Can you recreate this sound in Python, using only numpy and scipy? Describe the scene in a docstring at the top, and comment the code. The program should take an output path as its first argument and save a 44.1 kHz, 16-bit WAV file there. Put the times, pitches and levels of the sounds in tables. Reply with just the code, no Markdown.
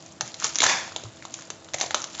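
"""Hands pull and fold a foil bubble mailer on a kitchen counter, close to a small microphone.
From the start, noise as air and wavering sines as an appliance hum; filtered grains crackle throughout.
Gliding flicks snap faintly, hard at 0.21 s, densest at 0.59-0.67 s; damped modes knock pouch and counter.
Dense filtered clicks hiss from 0.65 s as the fold slides, dying by 0.93 s; snaps then turn sparse.
A second burst comes at 1.74-1.86 s, a strong snap at 1.95 s, the last at 2.2 s."""
import sys
import numpy as np
from scipy import signal
from scipy.io import wavfile
from scipy.ndimage import uniform_filter1d

SR = 44100
rng = np.random.default_rng(int(sys.argv[2]) if len(sys.argv) > 2 else 0)


def gain_from_db(level_db):
    """Convert decibel levels to linear amplitude factors (20 dB per decade)."""
    decades = np.asarray(level_db, float) / 20
    return 10 ** decades


def generate_wav(signal):
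    """Clip the signal to [-1, 1] and save it as 16-bit WAV at the path in sys.argv[1]."""
    frames = np.transpose(np.atleast_2d(signal))
    scaled = np.clip(frames, -1, 1) * 32767
    pcm = np.round(scaled).astype(np.int16)
    wavfile.write(sys.argv[1], SR, pcm)


N = 97020

# room air spectrum, relative: frequency_hz, gain_db
AIR_TONE = [(15, -53), (25, -45.5), (79, -1), (159, -3), (270, -3.5), (327, -9), (387, -10), (656, -5),
            (706, -9.5), (1840, -17), (2290, -20.5), (6920, -23.5), (7800, -17.5), (10100, -33.5),
            (17200, -120)]
# appliance hum partials: pitch_hz, level_db (rms)
HUM_PARTIALS = [(161.5, -66), (327, -58), (652, -61)]
# kitchen reverberation: frequency_hz, t60_s
KITCHEN_DECAY = [(200, 0.9), (600, 0.57), (1500, 0.42), (4000, 0.33), (8000, 0.31)]
# bag thumping the counter: start_s, level_db, pitch_hz
COUNTER_BUMPS = [(.225, -34.5, 139), (.25, -38, 133), (.445, -41, 140), (0.602, -36, 203), (.62, -38, 130),
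                 (.65, -37, 110), (.77, -46, 95), (.9, -44, 94), (1.042, -30, 110), (1.06, -39.5, 115),
                 (1.745, -38, 152), (1.819, -47, 120)]
# counter modes: pitch_multiple, level_db (added to the bump's), t60_s
COUNTER_MODES = [(1, 0, .17), (1.5, -8, .1)]
# fingers knocking the hollow pouch: start_s, level_db, pitch_hz
POUCH_KNOCKS = [(.209, -26, 868), (.443, -34, 492), (.605, -27.5, 296), (.636, -40.5, 850),
                (.664, -25, 547), (.9618, -30.5, 723), (1.0362, -38, 441), (1.502, -36.5, 427),
                (1.7425, -25, 596), (1.798, -39, 700), (1.812, -23.5, 780), (1.838, -27, 692),
                (1.908, -28, 884), (1.945, -22, 593), (1.96, -38, 600)]
# hollow pouch modes: pitch_multiple, level_db (added to the knock's), t60_s
POUCH_MODES = [(1, 3.5, 0.034), (1.42, 0.5, 0.026)]
# fold sliding, silent outside: time_s, level_db
SLIDE_LEVEL = [(0.65, -27), (0.658, -26.5), (0.664, -25), (0.678, -26.5), (0.696, -19), (0.908, -47.5),
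               (0.922, -51), (0.93, -56)]
# sliding foil spectrum, relative: frequency_hz, gain_db
SLIDE_SPECTRUM = [(120, -28), (200, -13), (451, -17.5), (487, -9), (725, -7), (795, -0.5), (1110, -2.5),
                  (1260, -9), (1340, -5), (1710, 0.5), (2430, -3), (3060, -12), (3510, -1), (3970, -15.5),
                  (4360, -6.5), (6590, -5), (7800, -14.5), (10100, -59.5), (17200, -120)]
# tension of the hands, as crackle level: time_s, level_db
HAND_TENSION = [(0, -51.5), (.19, -59), (.26, -44), (.37, -52), (.45, -29), (.53, -43.5), (.6, -33.5),
                (.66, -32.5), (.85, -48), (1.0, -48), (1.15, -54.5), (1.38, -48), (1.55, -56.5),
                (1.73, -58.5), (1.76, -51), (1.83, -34.5), (1.89, -49), (1.97, -40.5), (2.05, -46.5),
                (2.12, -47), (2.2, -39)]
# crackling foil spectrum, relative: frequency_hz, gain_db
CRACKLE_TONE = [(120, -38), (200, -14), (312, -8), (387, -42), (502, -13.5), (1200, -10.5), (4780, -7),
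                (6100, -8), (7220, -2), (7800, -17), (10100, 4.5), (17200, -120)]
# creases snapping: time_s, pouch_db, sheet_db, bright_db, pouch_hz
CREASE_SNAPS = [(0.0255, -47.5, -51.5, -35.5, 660), (0.0624, -43.5, -45, -32, 570),
                (0.1223, -52, -51, -34, 620), (0.2097, -18, -16.5, -10.5, 1430),
                (0.2193, -30.5, -36, -28, 550), (0.2779, -37, -40, -25.5, 1780),
                (0.3431, -35.5, -24.5, -25, 1830), (0.4002, -37.5, -39.5, -20.5, 1780),
                (0.4189, -28, -36, -31, 1430), (0.4245, -20, -32, -25, 1210),
                (0.4436, -19.5, -20.5, -5.5, 1250), (0.449, -25.5, -27.5, -19.5, 1100),
                (0.454, -23.5, -30.5, -22.5, 1000), (0.4679, -29.5, -29, -18.5, 2010),
                (0.493, -36, -33, -22.5, 2170), (0.5475, -41.5, -34, -23, 2080),
                (0.557, -36, -23, -8.5, 1670), (0.5867, -19.5, -15, -8, 2080),
                (0.6041, -13.5, -9.5, -14, 2120), (0.6057, -19.5, -11, -12, 2020),
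                (0.619, -14.5, -8.5, -15.5, 2110), (0.6216, -13.5, -15.5, -13, 1270),
                (0.6312, -13.5, -9.5, -10.5, 870), (0.6364, -9.5, -15, -6.5, 830),
                (0.6398, -5, -20.5, -4, 1630), (0.6434, -14, -19, -14.5, 1300),
                (0.6451, -19.5, -23, -20.5, 1390), (0.6648, -8.5, -15, -10.5, 1600),
                (0.6675, -17.5, -16.5, -14, 1530), (0.8788, -29, -37, -36.5, 800),
                (0.9208, -28.5, -40.5, -42, 1250), (0.9627, -23, -14.5, -23, 730),
                (0.998, -35, -38, -34.5, 1230), (1.0371, -28.5, -32, -32, 500),
                (1.0554, -33, -45, -51, 1040), (1.1712, -41.5, -40.5, -39.5, 1180),
                (1.2245, -27.5, -40, -51, 1850), (1.2527, -25.5, -28, -29.5, 1010),
                (1.3409, -40, -32, -18, 1170), (1.351, -42, -42, -33.5, 1200),
                (1.39, -33.5, -41, -34.5, 1280), (1.3953, -44, -43.5, -36, 1300),
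                (1.409, -40, -42, -33, 1500), (1.4221, -36, -38, -30.5, 1890),
                (1.503, -27, -30.5, -19.5, 1310), (1.6242, -43, -46, -50, 1090),
                (1.6461, -43.5, -39, -35.5, 690), (1.6877, -34.5, -35, -42, 1230),
                (1.7365, -29, -24.5, -21, 1590), (1.7428, -17.5, -25.5, -15, 2100),
                (1.7459, -22, -28, -16.5, 590), (1.785, -26.5, -30, -25, 1790),
                (1.7933, -32.5, -31.5, -39, 1990), (1.7984, -27.5, -38, -36, 690),
                (1.8014, -30, -30, -17, 2050), (1.8121, -16, -12, -12, 2140),
                (1.8154, -21.5, -20, -12, 2090), (1.8168, -23.5, -22.5, -20, 730),
                (1.8238, -27.5, -27.5, -26, 690), (1.8304, -29.5, -31, -21, 720),
                (1.8405, -27, -30, -30, 710), (1.8622, -32, -26, -24, 500),
                (1.9085, -17, -21.5, -22.5, 1680), (1.9455, -8.5, -9.5, -8.5, 1230),
                (1.981, -36, -32, -34, 1500), (2.019, -40.5, -38, -19, 1990),
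                (2.0265, -40, -39, -27.5, 1800), (2.042, -26, -21.5, -17.5, 1220),
                (2.1468, -38, -29, -40, 650), (2.1506, -36, -26, -29, 1290), (2.189, -33.5, -31, -37, 1310),
                (2.1982, -21, -17.5, -29, 1270)]

AIR_DB = -50
HUM_WAVER_DB, HUM_WOBBLE_RAD = 1.5, .25  # rms level waver, rms phase wobble
KITCHEN_DB, KITCHEN_FADE_IN_S = -9, 0.0013
BUMP_CONTACT_S, KNOCK_CONTACT_S = 0.0063, 0.00074  # length of the soft contact
SLIDE_GRAINS_PER_S, SLIDE_SIZE_DB, SLIDE_PATCHY_DB = 9000, 2.5, 1.2
CRACKLES_PER_S, CRACKLE_SIZE_DB, CRACKLE_PEAK_CYCLES = 2100, 2, 1.1
POUCH_PEAK_CYCLES = .85  # cycles until the pouch ring peaks
SHEET_HZ, SHEET_PEAK_S = 3710, .0005
BRIGHT_HZ, BRIGHT_PEAK_S = 6094, .0005
PITCH_SPREAD = .045  # sheet and bright pitch vary by this fraction (sd)
RATTLE_DB, RATTLE_T60_S, RATTLE_SHARE = -2, 0.037, 0.088  # before colouring; share of samples that fire
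GLIDE_PER_S = 134  # upward glide of each ring, as a fraction of its pitch per second
FOIL_LOW_HZ = 280  # thin foil radiates little bass
CEILING = .75  # soft limit of the microphone, linear
EDGE_HZ, LOW_HZ = 7490, 80.4


def evened(x):
    """Scales to unit rms."""
    return x / np.sqrt(np.mean(x ** 2) + 1e-20)


def read(points, hz):
    """Reads a table along log frequency."""
    f_hz, value = np.transpose(points)
    return np.interp(np.log(hz + 1), np.log(f_hz + 1), value)


def curve(points):
    """Gain over time; a table that starts late is silent outside its span."""
    time_s, db = np.transpose(points)
    left_db, right_db = (db[0], db[-1]) if time_s[0] < .1 else (-120, -120)
    return gain_from_db(np.interp(np.arange(N) / SR, time_s, db, left=left_db, right=right_db))


def add(mix, start_s, sound):
    """Adds a sound in place, cut at the end of the mix."""
    part = mix[round(start_s * SR):][:len(sound)]
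    part += sound[:len(part)]


def coloured(x, tone):
    """Minimum-phase filter with the given spectrum, floored at -80 dB."""
    gain_db = np.maximum(read(tone, abs(np.fft.fftfreq(4096, 1 / SR))), -80)
    log_gain = np.log(gain_from_db(gain_db))
    taps = np.fft.ifft(np.exp(np.conj(signal.hilbert(log_gain)))).real[:2048]
    return signal.oaconvolve(x, taps)[:N]


def ring(hz, db, t60_s):
    """One exponentially dying mode."""
    t = np.arange(round(t60_s * SR) + 8) / SR
    return gain_from_db(db - 60 * t / t60_s) * np.sin(2 * np.pi * hz * t)


def struck(blows, modes, contact_s):
    """Blows into damped modes, each blow at its own pitch; a soft contact dulls the onset."""
    out = np.zeros(N)
    push = np.hanning(round(contact_s * SR) + 3)
    push = push / push.sum()
    for start_s, db, hz in blows:
        for multiple, mode_db, t60_s in modes:
            add(out, start_s, np.convolve(ring(hz * multiple, db + mode_db, t60_s), push))
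    return out


def clicks(per_s, size_db):
    """Sparse clicks of random sign, a few of them large."""
    size = gain_from_db(size_db * np.minimum(rng.exponential(1, N), 4))
    return size * rng.choice([-1., 1.], N) * (rng.random(N) < per_s / SR)


def flick(hz, db, peak_s, turn):
    """A few cycles that swell, glide upward through hz at the peak, and die."""
    t = np.arange(512) / SR
    cycles = hz * (t + GLIDE_PER_S * (t / 2 - peak_s) * np.minimum(t, 4 * peak_s))
    swell = (t / peak_s * np.exp(1 - t / peak_s)) ** 2
    return gain_from_db(db) * swell * np.sin(2 * np.pi * (cycles + turn))


def grains(per_s, size_db, tone):
    """Small creases, each a flick at one of 16 pitches."""
    pitches_hz = np.geomspace(500, 7500, 16)
    out = np.zeros(N)
    for hz in pitches_hz:
        shape = hz * flick(hz, 0, CRACKLE_PEAK_CYCLES / hz, 0)
        out += signal.oaconvolve(clicks(per_s / len(pitches_hz), size_db), shape)[:N]
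    return evened(coloured(out, tone))


def slow_drift():
    """Unit-rms sum of sines between 2 and 12 Hz."""
    t = np.arange(N) / SR
    return evened(sum(np.sin(2 * np.pi * (hz * t + rng.random())) for hz in np.geomspace(2, 12, 12)))


def air():
    """Room air: steady filtered noise."""
    return gain_from_db(AIR_DB) * evened(coloured(rng.standard_normal(N), AIR_TONE))


def hum():
    """Appliance hum: partials that waver in level and phase."""
    t, out = np.arange(N) / SR, np.zeros(N)
    for hz, db in HUM_PARTIALS:
        gain = np.sqrt(2) * gain_from_db(db + HUM_WAVER_DB * slow_drift())
        out += gain * np.sin(2 * np.pi * hz * t + HUM_WOBBLE_RAD * slow_drift())
    return out


def kitchen(x):
    """Dense noise tail, each band dying at its own speed."""
    noise = rng.standard_normal(SR // 2)
    hz, t, z = signal.stft(noise, SR, nperseg=128)
    decay = gain_from_db(-60 * t / read(KITCHEN_DECAY, hz)[:, None])
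    tail = signal.istft(z * decay, SR, nperseg=128)[1]
    tail = tail * np.clip(np.arange(len(tail)) / SR / KITCHEN_FADE_IN_S, 0, 1)
    return gain_from_db(KITCHEN_DB) * signal.fftconvolve(x, tail / np.linalg.norm(tail))[:N]


def bumps():
    """The bag thumps the counter, exciting low modes."""
    return struck(COUNTER_BUMPS, COUNTER_MODES, BUMP_CONTACT_S)


def knocks():
    """Fingers knock the hollow pouch; its pitch follows the grip."""
    return struck(POUCH_KNOCKS, POUCH_MODES, KNOCK_CONTACT_S)


def slide():
    """Dense slips of foil on foil, uneven in time and pitch."""
    slips = coloured(clicks(SLIDE_GRAINS_PER_S, SLIDE_SIZE_DB), SLIDE_SPECTRUM)
    z = signal.stft(slips, nperseg=128)[2]
    patches = uniform_filter1d(rng.standard_normal(z.shape), 3, axis=0)
    patches = evened(uniform_filter1d(patches, 8, axis=1))
    rough = signal.istft(z * gain_from_db(SLIDE_PATCHY_DB * patches), nperseg=128)[1][:N]
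    return curve(SLIDE_LEVEL) * evened(rough)


def crackle():
    """Tiny creases, as strong as the hands pull."""
    return curve(HAND_TENSION) * grains(CRACKLES_PER_S, CRACKLE_SIZE_DB, CRACKLE_TONE)


def snaps():
    """Each crease flicks pouch, sheet and bright ring, then neighbouring creases let go in a rattle."""
    out, rattle = np.zeros(N), np.zeros(N)
    t = np.arange(2048) / SR
    rattle_gain = gain_from_db(RATTLE_DB - 60 * t / RATTLE_T60_S) / np.sqrt(RATTLE_SHARE)
    for time_s, pouch_db, sheet_db, bright_db, pouch_hz in CREASE_SNAPS:
        sheet_luck, bright_luck, pouch_turn, sheet_turn, bright_turn = rng.standard_normal(5)
        sheet_hz = SHEET_HZ * (1 + PITCH_SPREAD * sheet_luck)
        bright_hz = BRIGHT_HZ * (1 + PITCH_SPREAD * bright_luck)
        pouch_peak_s = POUCH_PEAK_CYCLES / pouch_hz
        # start early: each ring peaks just before time_s
        add(out, time_s - pouch_peak_s - .0004, flick(pouch_hz, pouch_db, pouch_peak_s, pouch_turn))
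        add(out, time_s - SHEET_PEAK_S - .0003, flick(sheet_hz, sheet_db, SHEET_PEAK_S, sheet_turn))
        add(out, time_s - BRIGHT_PEAK_S - .0002, flick(bright_hz, bright_db, BRIGHT_PEAK_S, bright_turn))
        strength = np.linalg.norm(gain_from_db([pouch_db, sheet_db, bright_db]))
        sparse = rng.standard_normal(2048) * (rng.random(2048) < RATTLE_SHARE)
        add(rattle, time_s, strength * rattle_gain * sparse)
    return out + coloured(rattle, CRACKLE_TONE)


def scene():
    """Foil sounds with their room tail, over bumps, air and hum."""
    high_pass = signal.butter(2, FOIL_LOW_HZ, "high", fs=SR, output="sos")
    foil = signal.sosfilt(high_pass, snaps() + knocks())
    bag = foil + crackle() + slide()
    return (bag + kitchen(bag) + bumps() + air() + hum())[None]


def band_limit(x):
    """A steep low-pass at the top of the band."""
    return signal.sosfilt(signal.butter(12, 8580, fs=SR, output="sos"), x)


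def record(dry):
    """The microphone rounds off peaks and drops deep bass; a steep band limit smears the treble."""
    rounded = CEILING * np.tanh(dry / CEILING)
    steep = signal.cheby1(9, .6, EDGE_HZ, fs=SR, output="sos")  # order, ripple_db
    low = signal.butter(3, LOW_HZ, "high", fs=SR, output="sos")
    mix = signal.sosfilt(np.vstack([steep, low]), rounded)
    return band_limit(mix)


dry = scene()
out = record(dry)
generate_wav(out)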